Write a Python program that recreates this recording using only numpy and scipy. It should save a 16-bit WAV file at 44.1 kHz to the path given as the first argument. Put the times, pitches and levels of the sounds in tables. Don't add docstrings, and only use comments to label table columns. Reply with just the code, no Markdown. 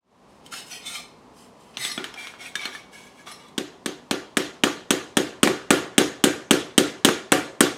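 import sys
import numpy as np
from scipy import signal
from scipy.fft import rfft, irfft, next_fast_len
from scipy.io import wavfile
from scipy.ndimage import uniform_filter1d, map_coordinates

SR = 44100
rng = np.random.default_rng(int(sys.argv[2]) if len(sys.argv) > 2 else 0)


def rack_gain(trim_db):
    fader = np.asarray(trim_db, float)
    return 10 ** (fader / 20)


def dump(signal):
    limited = np.clip(np.atleast_2d(signal).T, -1, 1)
    pcm = np.round(limited * 32767).astype(np.int16)
    wavfile.write(sys.argv[1], SR, pcm)


N = 342657
TOP_HZ = 15950


def unit(x):
    return x / np.sqrt(np.mean(x ** 2) + 1e-20)


def along(points, hz):
    f, value = np.transpose(points)
    return np.interp(np.log(hz + 1), np.log(f + 1), value)


def filtered(x, response):
    size = next_fast_len(x.shape[-1] + 8192)
    spectrum = rfft(x, size) * response(np.fft.rfftfreq(size, 1 / SR))
    return irfft(spectrum, size)[..., :x.shape[-1]]


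def resonance(hz, center_hz, width_hz):
    return 1 / (1 + (2 * (hz - center_hz) / width_hz) ** 2)


def wobble(size, rate):
    knots = rng.standard_normal(int(size * rate / SR) + 4)
    return map_coordinates(knots, [np.arange(size) * rate / SR], order=1)


def ring(modes, t, scatter_db):
    hz, db, t60 = np.transpose(modes)[:, :, None]
    strength, shift = rng.standard_normal((2, len(modes), 1))
    decay = rack_gain(db + scatter_db * strength - 60 * t / t60)
    return np.sum(decay * np.sin(2 * np.pi * hz * (1 + 0.0058 * shift) * t), axis=0)


# pitch_hz, level_db per Hz
HUM = [(20, -32), (50, -5.5), (100, -10.5), (180, -3.5), (255, -6), (340, -8), (420, -6), (600, -9.5),
       (1060, -9), (1470, -21.5), (4200, -27.5), (9000, -35.5), (15500, -52), (16500, -63)]
# pitch_hz, width_hz, level_db
MACHINE_TONES = [(247, 13, -62)]


def hum():
    t = np.arange(N) / SR
    air = unit(filtered(rng.standard_normal((2, N)), lambda hz: rack_gain(along(HUM, hz))))
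    air *= rack_gain([[1], [-22]]) * rack_gain(-51.5 - 0.07 * t)
    for pitch_hz, width_hz, level_db in MACHINE_TONES:
        tone = filtered(rng.standard_normal(N), lambda hz: resonance(hz, pitch_hz, width_hz))
        air[0] += rack_gain(level_db) * unit(tone)
    fade_s, fade_bend = 0.22, 1.77
    return air * (1 - np.exp(-(t / fade_s) ** fade_bend))


def stroke_db(t, rise, hold, speed):
    rise_db, sag_db_per_s, let_go_db_per_s = 15, 33, 167
    since = np.maximum(t - rise, 0)
    fall = sag_db_per_s * np.minimum(since, hold)
    fall += speed * let_go_db_per_s * np.maximum(since - hold, 0)
    return -rise_db * np.maximum(1 - t / rise, 0) - fall


# pitch_hz, width_hz, level_db
TIN_A = [(1400, 35, -9), (1670, 47, -11), (2140, 33, -5), (2870, 160, -2), (4290, 30, -7), (5150, 45, -4),
         (7300, 40, -40), (8300, 45, -9), (8870, 47, -5)]
TIN_B = [(2530, 36, 3), (3120, 78, 4), (4400, 27, 1), (5080, 35, 3), (5940, 60, -4), (7740, 110, -21),
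         (9100, 39, -8), (10870, 66, -9)]
TIN_C = [(1230, 7.7, -3), (2380, 63, -4), (3080, 31, 1), (3550, 52, 2), (3800, 40, -5), (4190, 24, 0),
         (5750, 34, -4), (6300, 34, -9), (7000, 89, -27), (8240, 34, -3), (9000, 54, -16), (9150, 30, -10)]
TIN_D = [(1200, 16, 7), (2076, 110, 4), (3730, 160, 2.5), (4180, 67, -1), (4700, 31, -11), (4980, 26, -12),
         (6140, 60, -6), (7860, 50, -19), (7980, 41, 5), (8730, 63, 1), (9900, 26, -11), (11100, 33, -23),
         (11600, 65, -22)]
TIN_E = [(1716, 23, -11), (2193, 45, 3), (2343, 60, 7), (3240, 190, -7), (5600, 330, -13), (6240, 44, -20),
         (6650, 50, -22), (9400, 190, -15)]
TIN_F = [(1197, 29, -3), (1647, 34, -4), (2260, 98, 3), (3480, 170, -10), (5520, 280, -14), (6050, 50, -10),
         (8360, 51, -21), (9840, 42, -8)]
TIN_G = [(1670, 28, 10), (2244, 55, 7), (3330, 200, -20), (6400, 60, -16), (8790, 45, -18),
         (9100, 130, -14)]
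TIN_H = [(1190, 70, 11), (2230, 40, 4), (3370, 140, -4), (8000, 130, -15), (9780, 38, -14)]
# tin resonances, ring_over_rub_db
GRIPS = [(TIN_A, 0), (TIN_B, 4), (TIN_C, 1), (TIN_B, -6), (TIN_D, 6), (TIN_E, 4), (TIN_F, 4.1),
         (TIN_G, -1.5), (TIN_H, 0)]
# start_s, rise_s, hold_s, level_db, brightness_db
STROKES = [
    [(0.27, 0.028, .1, -74, 2), (0.435, 0.02, 0.018, -59, -2), (0.51, 0.017, 0.068, -39.5, -2),
     (0.65, 0.026, 0.0077, -55, 6)],
    [(0.693, 0.02, 0.043, -40, -3)],
    [(0.8, 0.045, .005, -45, -10), (0.85, 0.012, 0.043, -39, -1), (0.89, 0.062, 0.013, -37, -2.5)],
    [(1.335, 0.049, 0.064, -59.5, 2), (1.57, 0.037, 0.18, -61.5, -2.5), (1.735, 0.0088, 0.0037, -52.5, -17)],
    [(1.775, 0.052, 0.054, -31.5, -2), (1.9, 0.018, .05, -44, -7)],
    [(1.985, 0.011, 0.054, -47.5, -22), (2.05, .01, .05, -54, -19), (2.125, 0.014, .004, -64, -9),
     (2.16, 0.029, 0.095, -39, -10.5), (2.385, 0.025, 0.049, -40.5, -10), (2.43, 0.034, 0.011, -43.5, -7)],
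    [(2.575, 0.036, 0.052, -34, -16), (2.69, 0.059, .005, -41, -9.5)],
    [(2.915, 0.018, 0.14, -47.5, -7), (3.1, 0.096, 0.013, -53.5, -7)],
    [(3.258, 0.012, 0.057, -42, -8.5), (3.38, 0.019, 0.084, -53, -11)],
]
# pitch_hz, level_db per Hz
RUB = [(410, -42), (700, 7), (1190, -11), (1550, -6.5), (2070, 0.5), (7370, -2.5), (7970, 1), (14800, -13),
       (15900, -17.5), (16500, -55)]


def slides():
    out, clock = np.zeros(N), np.arange(N) / SR
    trail_s, split_hz, highs_faster = .25, 5000, 1.3
    low = lambda hz: 1 / (1 + (hz / split_hz) ** 6)
    high = lambda hz: 1 - low(hz)
    for rows, (tin, ring_db) in zip(STROKES, GRIPS):
        start, rise, hold, db, bright_db = np.transpose(rows)[:, :, None]
        a = round(start.min() * SR)
        b = round(((start + rise + hold).max() + trail_s) * SR)
        grains = rng.standard_normal((2, b - a)) * rack_gain(3.5 * rng.standard_normal((2, b - a)))

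        def mode(pitch_hz, width_hz):
            drive = grains[0] * rack_gain(2.2 * wobble(b - a, 44.6))
            return signal.lfilter(*signal.iirpeak(pitch_hz, pitch_hz / width_hz, SR), drive)

        sheet = unit(sum(rack_gain(0.6 * level_db) * mode(hz, width) for hz, width, level_db in tin))
        minor = unit(sum(mode(hz, 40) for hz in 1300 * 9 ** rng.uniform(size=32)))
        paper = unit(grains[1]) + rack_gain(0.5) * minor
        rub = unit(filtered(paper, lambda hz: rack_gain(along(RUB, hz))))
        mix = rack_gain(ring_db - 2.5) * sheet + rub
        t = clock[a:b] - start
        for top_db, speed, band in [(db, 1, low), (db + bright_db, highs_faster, high)]:
            power = (t > 0) * rack_gain(top_db + stroke_db(t, rise, hold, speed)) ** 2
            out[a:b] += np.sqrt(np.sum(power, axis=0)) * unit(filtered(mix, band))
    return out


def partials(table):
    out, t = np.zeros(N), np.arange(SR // 3) / SR
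    for start_s, pitch_hz, level_db, t60_s in table:
        note = ring([(pitch_hz, level_db, t60_s)], t, scatter_db=2.5)
        out[round(start_s * SR):][:len(t)] += note * (1 - np.exp(-t / 0.00044))
    return out


# start_s, pitch_hz,
# level_db, t60_s
PINGS = [(0.462, 3120, -39, 0.043), (1.915, 4220, -26, 0.046), (1.916, 10300, -42, 0.13),
         (1.916, 5150, -39, 0.2), (1.9, 5600, -36, 0.28), (2.554, 1670, -19.5, 0.047),
         (3.315, 5220, -43, 0.24), (3.325, 5500, -47, 0.25), (3.315, 9780, -43, 0.13),
         (3.315, 9400, -52, .2), (3.315, 4140, -41, .15), (3.315, 11600, -54, .1), (3.579, 3770, -47, 0.15),
         (3.58, 3800, -43, 0.18), (3.86, 3550, -57, 0.28), (7.326, 502, -35, .25), (7.326, 547, -20, 0.21),
         (7.326, 720, -27, 0.11), (7.326, 738, -23, 0.26)]


def loose_parts():
    return partials(PINGS)


# pitch_hz, t60_s
ROOM = [(100, 0.5), (400, 0.55), (1500, 0.46), (4000, 0.44), (8000, 0.4), (15000, 0.22)]


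def dying(size, patchy_db):
    hz, t, z = signal.stft(rng.standard_normal((2, size)), SR, nperseg=256)
    patches = uniform_filter1d(rng.standard_normal(z.shape[1:]), size=3, axis=0)
    patches = unit(uniform_filter1d(patches, size=8, axis=1))
    decay_db = patchy_db * patches - 60 * t / along(ROOM, hz)[:, None]
    return signal.istft(z * rack_gain(decay_db), SR, nperseg=256)[1][:, :size]


# pitch_hz, level_db per Hz
CRACK = [(350, -17.5), (600, -9), (860, -10), (1460, -4.5), (2100, -7.5), (2430, -11.5), (3000, -5.5),
         (4000, -11), (4870, -23), (6000, -13), (7280, -11.5), (8250, -6), (11800, -23.5), (14800, -23),
         (15600, -32), (16500, -50)]
# pitch_hz, width_hz, depth (0-1)
HOLLOWS = [
    (1002, 100, 0.7),
    (2034, 180, 0.8),
    (7330, 300, .8),
]


def contact_crack(rod, shape, tilt):
    same = .5
    noise = same * rod + np.sqrt(1 - same ** 2) * rng.standard_normal(rod.shape)
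    crack = filtered(noise, lambda hz: rack_gain(along(CRACK, hz) + along(tilt, hz)))
    crack *= shape * np.linalg.norm(shape) / np.linalg.norm(shape * crack, axis=1, keepdims=True)

    def notch(hz, center, width, depth):
        return 1 - depth * 1j * hz * width / (center * center - hz * hz + 1j * hz * width)

    return filtered(crack, lambda hz: np.prod([notch(hz, *row) for row in HOLLOWS], axis=0))


# pitch_hz, level_db, t60_s
BOX = [(135, -22.5, 0.43), (184, -18, 0.28), (226.6, 7.5, 0.07), (250.5, -12.5, 0.25), (287.4, -1, 0.29),
       (314.4, -2, 0.2), (350, 4, 0.13), (380, 0, 0.26), (439, -9, 0.27), (508, -8.5, 0.21),
       (557.6, -14, 0.22), (562, 1.5, 0.033), (729, -19, 0.21), (761, -12.5, 0.16)]


def box_boom(t):
    late = np.maximum(t - .0016, 0)
    thump = -np.sin(2 * np.pi * 270 * late) * np.exp(-(late / 0.0051) ** 2)
    thump += rack_gain(-9.5) * np.roll(thump, round(.033 * SR))
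    fill = (1 - 0.6 * np.exp(-(late / 0.016) ** 2)) * (1 - np.exp(-late / 0.0022))
    return thump, -ring(BOX, late, scatter_db=0.5) * fill


# pitch_hz, level_db per Hz
TAIL = [(35, -51), (60, -9), (219, -8.5), (366, -4.5), (497, -10.5), (760, -18.5), (961, -24.5),
        (1540, -26.5), (1690, -18), (2190, -22.5), (2580, -24), (3260, -22), (3750, -26.5), (4900, -27.5),
        (6300, -27.5), (12000, -34.5), (15000, -40.5), (15900, -49), (16500, -81.5)]
# pitch_hz, width_hz, over_room_db
SHEET = [(1180, 118, 9.5), (1297, 32, 7.5), (1406, 44, 12.5), (1467, 53, 11), (1560, 29, 12),
         (1730, 12, 3.5), (2340, 48, 4.5), (2810, 58, 5), (3200, 23, 5), (3510, 40, 8), (3950, 400, 4.5),
         (6660, 460, 4.5)]


def room_tail(walls, t, tilt, boom_db):
    low = [(600, boom_db + 8.0), (900, 0.012)]
    shaken = rng.uniform(.6, 1.15, len(SHEET))
    shift = 1 + 0.0081 * rng.standard_normal()

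    def tin_db(hz):
        return sum(g * db * resonance(hz, shift * center, width) for g, (center, width, db) in zip(shaken, SHEET))

    def color(hz):
        db = along(TAIL, hz) + .5 * along(tilt[1:], hz) + along(low, hz) + tin_db(hz)
        return rack_gain(db) * (hz < TOP_HZ)

    fresh = dying(len(t), patchy_db=2.0)
    fresh += filtered(.8 * (walls - fresh), lambda hz: hz < 650)
    return filtered(fresh, color) * (1 - np.exp(-(t / 0.0033) ** 2))


def hits(events, crack_s, echo_db, rattle_db, knock_db, room_db):
    out, t = np.zeros((2, N + SR)), np.arange(2 * SR // 5) / SR
    rod = rng.standard_normal((2, len(t)))
    walls = dying(len(t), patchy_db=2.5)

    def burst(u):
        return (u > 0) * (1 - np.exp(-(u / 0.00049) ** 2)) * np.exp(-abs(u) / crack_s)

    for start_s, db, boom_db, mid_db, bright_db in events:
        tilt = [(500, mid_db + 12.0), (1700, mid_db + 13.5), (3500, 0), (5000, 0), (8000, bright_db + 9.5)]
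        shape = burst(t) + rack_gain(echo_db + 0.089 * db) * burst(t - .0047)
        shape += rack_gain(rattle_db - 60 * t / 0.095) * (1 - np.exp(-t / 0.00053))
        crack = contact_crack(rod, shape, tilt)
        thump, boom = box_boom(t)
        tail = rack_gain(room_db) * room_tail(walls, t, tilt, boom_db)
        dry = rack_gain(-0.5) * crack[0] + rack_gain(boom_db - 1.5) * boom + rack_gain(boom_db + 8.0) * thump
        dry += rack_gain(knock_db + mid_db - 60 * t / 0.0024) * np.sin(2 * np.pi * 1120 * t)
        apart = rack_gain(-34) * dry + rack_gain(-22) * crack[1] + rack_gain(-26) * tail[1]
        out[:, round(start_s * SR):][:, :len(t)] += rack_gain(db) * np.array([dry + tail[0], apart])
    return filtered(out[:, :N], lambda hz: (1j * hz / (135 + 1j * hz)) ** 2)


# start_s, peak_db, boom_db, mid_db, bright_db
CLICKS = [(0.4628, -31, -20, -31, -13), (0.5376, -18, -28, -16, -22), (1.7706, -13, -28, -21, -25),
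          (1.8495, -11.5, -29.5, -18.5, -15), (1.9168, -20.5, -28, -27, -19), (1.9772, -12, -14, -7, -23),
          (2.0418, -12, -27, -14.5, -20.5), (2.14, -24, -22, -12, -18), (2.162, -34, -34, 0, -31),
          (2.2702, -19.5, -43, -19, -31), (2.3385, -30, -37, 4.5, -23), (2.5545, -11, -31.5, -18.5, -15.5),
          (2.6544, -13, -23, -10, -18), (2.7499, -24, -27, -4, -18), (3.2724, -27, -34, -9, -29),
          (3.3156, -30, -30, -13, -14), (3.4845, -39, -20, -20, -14)]


def clicks():
    return rack_gain(-3.5) * hits(CLICKS, crack_s=0.0012, echo_db=-19, rattle_db=-17.0, knock_db=5.5, room_db=5.0)


# start_s, pitch_hz, level_db, t60_s
RINGS = [(0.525, 1340, -35, .08), (0.533, 1400, -30, 0.064), (0.58, 3050, -42, .07),
         (0.713, 3110, -40, .12), (0.714, 5900, -41, .15), (0.866, 3550, -35, 0.15), (0.8, 2500, -39, .06),
         (0.952, 2340, -32, 0.079), (0.955, 3180, -35, .12), (0.965, 1184, -44, 0.37),
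         (0.967, 4100, -44, .45), (0.97, 4330, -48, .3), (1.0, 2336, -47, 0.28), (0.97, 3400, -46, 0.31),
         (0.97, 1200, -49, 0.49), (1.77, 3600, -21.5, 0.024), (1.77, 5900, -31, 0.026),
         (1.85, 3440, -22, 0.056), (1.79, 135, -46.5, 0.31), (0.65, 135, -49, 0.32),
         (1.978, 2350, -36.5, 0.13), (1.978, 3400, -26, 0.036), (1.8, 2840, -31, 0.02),
         (2.044, 1810, -34, .06), (2.14, 3320, -35, 0.036), (2.14, 5300, -38, 0.03), (2.14, 5900, -42, .04),
         (1.9, 1730, -35, .08), (2.161, 780, -33, 0.037), (2.46, 2510, -39, .1), (2.554, 3650, -29, 0.13),
         (2.555, 5800, -29, 0.043), (2.556, 8400, -35, .03), (2.554, 2320, -32, 0.16),
         (2.654, 3630, -29.5, 0.065), (2.654, 4200, -30, .05), (2.728, 1670, -39, 0.074),
         (2.75, 1760, -32, 0.063), (2.943, 2180, -41, 0.13), (3.0, 2280, -50, 0.13), (2.97, 4220, -54, .3),
         (3.272, 2600, -44, .04), (3.193, 1670, -47.5, .2), (3.271, 1170, -37, .12), (3.271, 3420, -40, .1),
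         (3.315, 6090, -55, .15), (2.175, 2350, -37, 0.34), (2.17, 1720, -43, .3), (1.8, 3800, -30, .08)]
# start_s, pitch_hz, level_db, t60_s
MORE_RINGS = [
    (0.715, 5100, -46, .4),
    (0.72, 4350, -47, .3),
    (0.9, 1400, -47, .4),
    (0.92, 6500, -45, .08),
    (1.81, 4150, -36, .15),
    (1.87, 4750, -40, .15),
    (2.405, 2200, -40, .06),
    (2.62, 1200, -42, .2),
    (2.81, 780, -51, .3),
    (3.33, 5500, -49, .25),
]


def ringing_tin():
    tin = partials(RINGS) + partials(MORE_RINGS)
    waver_db = 2 * wobble(N, 70)
    return tin * rack_gain(waver_db + np.array([[0], [-30]]))


# start_s, peak_db, boom_db, mid_db, bright_db
TAPS = [(3.5792, -11.5, -11, -18.5, -17.5), (3.8595, -12.5, -12, -15.5, -15), (4.1102, -8, -12, -14, -18),
        (4.3696, -4, -14, -13, -13), (4.6361, -1.5, -14, -13, -16), (4.9057, -3, -12.5, -13.5, -11),
        (5.1694, -3.5, -10.5, -12.5, -12), (5.4308, -0.5, -11, -11.5, -10), (5.7054, 0.5, -12, -8, -10.5),
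        (5.9801, 0.5, -11.5, -13.5, -11), (6.2392, -0.5, -10, -13, -8), (6.5087, 0.5, -11, -13.5, -11.5),
        (6.7788, 1.5, -11, -17, -12.5), (7.0477, 2, -13, -16.5, -12), (7.3196, -1, -13, -8.5, -7),
        (7.606, 1.5, -12, -15.5, -10)]


def taps():
    return hits(TAPS, crack_s=0.0016, echo_db=-6, rattle_db=-19, knock_db=-2.5, room_db=6.0)


# start_s, peak_db, boom_db, mid_db, bright_db
BOUNCES = [
    (5.4742, -4.5, -15, -5, -16.5),
    (7.0875, -5, -16, -6, -16),
    (7.326, -13, -11.5, 6.5, -3),
    (4.671, -19, -20, -4, -17),
    (6.018, -17, -20, -8, -12),
]


def bounces():
    return rack_gain(2.0) * hits(BOUNCES, crack_s=0.00085, echo_db=-10, rattle_db=-21, knock_db=8.5, room_db=-0.5)


# pitch_hz, level_db
WIDE = [(30, 28), (70, 1), (150, -6), (300, 2.5), (600, 0.5), (1500, -2.5), (3000, -2.5), (5000, -2.5),
        (7600, -6), (10000, -2), (15000, 1)]


def scene():
    rub = slides() + loose_parts()
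    echo = dying(SR // 2, patchy_db=2.0)
    echo /= np.linalg.norm(echo[0])
    room = signal.fftconvolve(rub[None], echo, axes=1)[:, :N]
    rub = rub * rack_gain([[0], [-34]]) + rack_gain([[-14], [-27]]) * room
    steady = filtered(rub + hum() + ringing_tin(), lambda hz: hz < TOP_HZ)
    mid, side = steady + clicks() + taps() + bounces()
    side = filtered(side, lambda hz: rack_gain(along(WIDE, hz)))
    return np.array([mid + side, mid - side]) * rack_gain([[.06], [-.06]])


def top_cut(x):
    return signal.sosfilt(signal.butter(12, 16840, fs=SR, output="sos"), x)


def record(dry):
    for corner_hz in (70, 45):
        dry = filtered(dry, lambda hz: 1j * hz / (corner_hz + 1j * hz))
    top, hard = .92, 5
    rounded = dry / (1 + np.abs(dry / top) ** hard) ** (1 / hard)
    mix = filtered(rounded, lambda hz: 1 / (1 + (hz / 16400) ** 60))
    return top_cut(mix)


dry = scene()
out = record(dry)
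dump(out)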